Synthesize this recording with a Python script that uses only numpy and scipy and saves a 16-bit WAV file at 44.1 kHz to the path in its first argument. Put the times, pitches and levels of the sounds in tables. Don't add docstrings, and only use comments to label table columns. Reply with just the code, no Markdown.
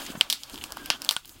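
import sys
import numpy as np
from scipy import signal
from scipy.fft import rfft, irfft
from scipy.io import wavfile
from scipy.ndimage import uniform_filter1d

SR = 44100
rng = np.random.default_rng(int(sys.argv[2]) if len(sys.argv) > 2 else 0)


def unload_wav(signal):
    wavfile.write(
        sys.argv[1],
        SR,
        np.round(np.clip(np.atleast_2d(signal).T, -1, 1) * 32767).astype(np.int16),
    )


def ratio_of_db(decibels):
    return 10 ** (np.asarray(decibels, float) / 20)


N = 61739


def set_rms(x, db):
    return x * ratio_of_db(db) / np.sqrt(np.mean(x ** 2))


def colour(x, points, lo_hz=0, hi_hz=1e5):
    hz = np.maximum(np.arange(len(x) // 2 + 1) * SR / len(x), 1)
    points_hz, points_db = np.array(points, float).T
    gain = ratio_of_db(np.interp(np.log(hz), np.log(points_hz), points_db))
    in_band = (hz >= lo_hz) * (hz < hi_hz)
    return irfft(rfft(x) * gain * in_band, len(x))


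def add(track, start_s, sound):
    i = max(int(start_s * SR), 0)
    track[i:i + len(sound)] += sound[:len(track) - i]


def walk(rate_hz):
    hold = int(SR / rate_hz)
    steps = np.repeat(rng.standard_normal(N // hold + 1), hold)
    return 0.806 * uniform_filter1d(steps, hold)[:N]


def ring(modes, chance, shorten, scale=1):
    break_s, rms_window_s = 0.00016, 0.008
    detune, scatter_db = 0.048, 3
    t = np.arange(2048) / SR
    out = np.zeros(len(t))
    for k, ((hz, db, t60), (level_draw, pitch_draw)) in enumerate(zip(modes, chance)):
        gain = (-1) ** k * ratio_of_db(db + scatter_db * level_draw)
        mode_hz = scale * hz * (1 + detune * pitch_draw)
        decay = np.exp(-np.log(1000) * t / (t60 * shorten))
        out += gain * np.sin(2 * np.pi * mode_hz * t) * decay
    out = out * (1 - np.exp(-(t / (break_s * shorten)) ** 2))
    return out / np.sqrt(np.sum(out ** 2) / (rms_window_s * SR))


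def snaps():
    # t/s, main ring peak level/dB, main ring f/Hz,
    # low, high and top band rms level/dB re that peak, room feed level/dB re the direct sound
    snap_table = [(0.21, 1.5, 3090, -32, -24.5, -27, -22), (0.3, -12.5, 3140, -31, -14.5, -16, -6),
                  (0.3257, -10.5, 3360, -34, -22, -19, -6.5), (0.4336, -26.5, 3470, -59, -14, -19, -10.5),
                  (0.497, -33.5, 3200, -36, -20, -15.5, -10), (0.542, -31, 3070, -15.5, -21, -18, -8),
                  (0.557, -28, 3080, -39, -22, -26, -20), (0.577, -28.5, 3150, -22.5, -31, -21, -13),
                  (0.586, -33, 3030, -37, -23, -19, -24), (0.6389, -22, 2990, -21.5, -18, -16, -13),
                  (0.7049, -40, 3060, -7, -14, -19, -23), (0.721, -33, 3170, -10, -5.5, -6.5, -14.5),
                  (0.77, -35, 3100, 0, -14, -9, -16.5), (0.8589, -30, 2900, -24, -13.5, -9.5, -14),
                  (0.9014, -7.5, 2750, -18, -14, -24, -12), (1.0184, -32.5, 2700, -20, -3.5, -7, -13.5),
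                  (1.0421, -44.5, 2900, -24.5, -3, -5, -8), (1.047, -33, 2700, -20, -4.5, -4.5, -19),
                  (1.063, -32.5, 3550, -28, -22, -22, -12),
                  (1.0901, -4.5, 3390, -30.5, -16.5, -22.5, -12.5),
                  (1.1092, -16.5, 3100, -19, -12.5, -13.5, -10.5), (1.1202, -40.5, 3480, -6, -8, -1, 1),
                  (1.1646, -12, 3350, -22, -37, -21.5, -17.5), (1.2475, -36, 3440, -25, -48, -33, -14),
                  (1.2554, -44, 4000, -18, -10, -4.5, -12), (1.277, -53, 3520, -22, -6, 2, -8),
                  (1.293, -42.5, 3140, -22, -9, -7, -10)]
    # f/Hz, relative level/dB, t60/s
    low_modes = [(278, -13, 0.0094), (649, 0.5, 0.0052), (994, 3, 0.0061), (1500, -4.5, 0.017)]
    high_modes = [(4950, 14.8, 0.0034), (7150, 0.63, 0.0069)]
    top_modes = [(8750, 18, 0.0012), (10990, 8.5, 0.0027), (12300, -6, 0.0023), (14200, 5, 0.0034)]
    # pitch as a ratio to the f/Hz of the snap, relative level/dB, t60/s
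    ring_modes = [(.85, -3.5, 0.0021), (1.0, 4.5, 0.0057), (1.28, -7.5, 0.0019)]
    delay_s = 0.0007
    echo_blur = 0.23
    middle_db = -22.5
    small_is_bright = 1

    direct, room_feed = np.zeros(N), np.zeros(N)
    chance = rng.standard_normal((len(snap_table), 4, 4, 2))
    for (s, peak_db, hz, low_db, high_db, top_db, echo_db), draws in zip(snap_table, chance):
        tilt = small_is_bright * (peak_db - middle_db)
        tilted_top = [(f, db - tilt * np.log2(f / top_modes[0][0]), t60) for f, db, t60 in top_modes]
        bands = ((low_modes, low_db), (high_modes, high_db), (tilted_top, top_db))
        crest = np.abs(ring(ring_modes, draws[0], 1, hz)).max()
        for track, shorten, db in ((direct, 1, peak_db), (room_feed, echo_blur, peak_db + echo_db)):
            sound = -ring(ring_modes, draws[0], shorten, hz) / crest
            for (modes, band_db), band_draws in zip(bands, draws[1:]):
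                sound = sound - ratio_of_db(band_db) * ring(modes, band_draws, shorten)
            add(track, s + delay_s, sound * ratio_of_db(db))
    return direct, room_feed


def room(x):
    # centre f/Hz, relative level/dB, t60/s
    room_bands = [(298, -6.5, 0.048), (1610, 3, 0.17), (2960, 2, .16), (5950, 2, 0.17), (11400, 1.5, 0.12)]
    bench_echo_s, bench_spread_s, bench_echo_db = 0.0049, 0.0028, 0.5
    onset_s = 0.00038
    t = np.arange(SR // 3) / SR
    splits_hz = [0] + [np.sqrt(a[0] * b[0]) for a, b in zip(room_bands, room_bands[1:])] + [SR]
    noise = rng.standard_normal(len(t))
    tail = np.zeros(len(t))
    for (hz, db, t60), lo, hi in zip(room_bands, splits_hz, splits_hz[1:]):
        tail += ratio_of_db(db) * colour(noise, [(1, 0)], lo, hi) * np.exp(-np.log(1000) * t / t60)
    onset = 1 - np.exp(-(t / onset_s) ** 2)
    bench = 1 + ratio_of_db(bench_echo_db) * np.exp(-((t - bench_echo_s) / bench_spread_s) ** 2)
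    return signal.fftconvolve(x, tail * onset * bench / np.sqrt(0.01 * SR))[:N]


def thuds():
    # t/s, nominal level/dB, starting f/Hz
    thud_table = [(0.1009, -28, 292), (0.151, -29.5, 255), (0.174, -31, 224), (0.537, -38, 297),
                  (0.59, -45.5, 68.4), (.902, -34.5, 227), (1.164, -42, 236)]
    # t/s, rms level/dB over 8 ms, f/Hz, t60/s
    knock_table = [(0.152, -41, 656, 0.02), (1.165, -35, 1450, 0.044)]
    rise_cycles, sag = 0.88, 0.081
    out, t = np.zeros(N), np.arange(2048) / SR
    for s, db, hz in thud_table:
        u = t * hz / rise_cycles
        envelope = np.e * u * np.exp(-u) * np.exp(-u * u / 4)
        add(out, s, ratio_of_db(db) * envelope * np.sin(2 * np.pi * hz * t / (1 + sag * u)))
    for s, db, hz, t60 in knock_table:
        add(out, s, ratio_of_db(db) * ring([(hz, 0, t60)], [(0, 0)], 1))
    return out


def rips():
    # t/s, length/s, rms level/dB, resonance f/Hz, sharpness Q of each of two filters
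    rip_table = [(0.063, 0.012, -41, 3930, 0.57), (0.153, 0.022, -44.5, 1310, 0.92),
                 (.531, 0.033, -51.5, 4700, 2.8), (0.612, 0.033, -45, 2920, 2.7),
                 (0.913, 0.049, -37.5, 3150, 4.4)]
    breaks_per_s, fade_db = 9000, -15.5
    out = np.zeros(N)
    for s, length_s, db, hz, q in rip_table:
        n = int(length_s * SR)
        chance = rng.random((3, n))
        hits = chance[0] < breaks_per_s / SR
        polarity = chance[1] - 0.5
        strength = -np.log(chance[2] + 1e-9)
        breaks = hits * polarity * strength + 0.02 * polarity
        breaks = breaks * ratio_of_db(fade_db * np.arange(n) / n)
        breaks = np.append(breaks, np.zeros(300))
        resonance = np.tile(np.hstack(signal.iirpeak(hz, q, SR)), (2, 1))
        add(out, s, set_rms(signal.sosfilt(resonance, breaks), db))
    return out


def rubbing():
    # t/s, then level/dB before the flicker in four bands, low to high
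    rub_table = [(0, -49.5, -42.5, -43.5, -46.5), (0.079, -48.5, -47.5, -43, -49.5),
                 (.14, -52, -50, -54.5, -54), (.27, -59, -52.5, -55, -58.5),
                 (0.399, -60.5, -60.5, -50, -53), (0.511, -62, -57.5, -52.5, -56),
                 (.55, -50, -52.5, -53.5, -53), (.66, -53, -52, -54, -54.5), (.85, -53, -51, -50.5, -55.5),
                 (1.03, -54, -51.5, -55.5, -57), (1.109, -62, -54, -61.5, -54.5),
                 (1.22, -73.5, -66, -60.5, -62.5), (1.3, -57.5, -61, -59, -55.5),
                 (1.4, -57, -58.5, -60, -59)]
    # f/Hz, relative level/dB per Hz
    rub_colour = [(100, -12), (290, 6.5), (440, -4.5), (1200, -2.5), (1700, -4.5), (1900, -11.5),
                  (3250, -3.5), (3900, -9), (5200, -10), (5900, -19), (7500, -20.5), (16000, -23.5)]
    rub_splits = [100, 450, 1900, 6000, 16000]
    grains_per_s, grain_spread_db, grain_db = 2000, 1.8, -5
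    flicker_db = 4
    hits = rng.random(N) < grains_per_s / SR
    grains = hits * rng.standard_normal(N) * ratio_of_db(grain_spread_db * rng.exponential(size=N))
    grain_shape = rng.standard_normal(40) * np.exp(-np.arange(40) / 12)
    grains = np.convolve(grains, grain_shape)[:N]
    raw = rng.standard_normal(N) + set_rms(grains, grain_db)

    t, points = np.arange(N) / SR, np.array(rub_table, float)
    shared, out = walk(24.82), np.zeros(N)
    for k, (lo, hi) in enumerate(zip(rub_splits, rub_splits[1:])):
        flicker = flicker_db * (0.5 * shared + 0.77 * walk(40.59))
        db = np.interp(t, points[:, 0], points[:, k + 1]) + flicker
        out += set_rms(colour(raw, rub_colour, lo, hi), 0) * ratio_of_db(db)
    return out


def slide():
    # t/s, f/Hz and rms level/dB before the waver
    slide_table = [(0.66, 1654, -66), (.8, 1630, -54.5), (.9, 1541, -54), (0.999, 1504, -57.5),
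                   (1.09, 1473, -70)]
    waver_db, waver_hz = 4, 40
    t = np.arange(N) / SR
    at_s, at_hz, at_db = np.array(slide_table, float).T
    gain = np.interp(t, at_s, ratio_of_db(at_db), left=0, right=0) * ratio_of_db(waver_db * walk(70.26))
    hz = np.interp(t, at_s, at_hz) + waver_hz * walk(90)
    return np.sqrt(2) * gain * np.sin(2 * np.pi * np.cumsum(hz) / SR)


def rumble():
    # f/Hz, relative level/dB per Hz
    rumble_colour = [(20, -0.5), (55, -1.5), (110, -7)]
    # t/s, level/dB
    rumble_swell = [(0, -54.5), (.2, -58.5), (.4, -63.5), (.55, -53.5), (.85, -56), (1.101, -68),
                    (1.4, -57)]
    swell = ratio_of_db(np.interp(np.arange(N) / SR, *np.array(rumble_swell, float).T))
    return set_rms(colour(rng.standard_normal(N), rumble_colour, 8.7, 140), 0) * swell


def side_trace(mid):
    # f/Hz, gain/dB
    width_colour = [(100, -18), (1000, -24), (3000, -25.5), (12000, -16)]
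    # f/Hz, relative level/dB per Hz
    hiss_colour = [(100, -30), (9000, -18), (13000, 18), (16000, 15)]
    smear = set_rms(rng.standard_normal(100), -24)
    trace = colour(np.convolve(mid, smear)[:N], width_colour)
    hiss = colour(rng.standard_normal(N), hiss_colour, 50, 16000)
    return trace + set_rms(hiss, -72)


def scene():
    direct, room_feed = snaps()
    mid = direct + room(room_feed) + thuds() + rips() + rubbing() + slide() + rumble()
    side = side_trace(mid)
    return np.array([mid + side, mid - side])


def top_cut(x):
    return signal.sosfilt(signal.butter(12, 16800, fs=SR, output="sos"), x)


def record(dry):
    low_pass = signal.ellip(8, 0.2, 60, 16700, fs=SR, output="sos")
    mix = np.clip(signal.sosfilt(low_pass, dry), -1, 1)
    return top_cut(mix)


dry = scene()
out = record(dry)
unload_wav(out)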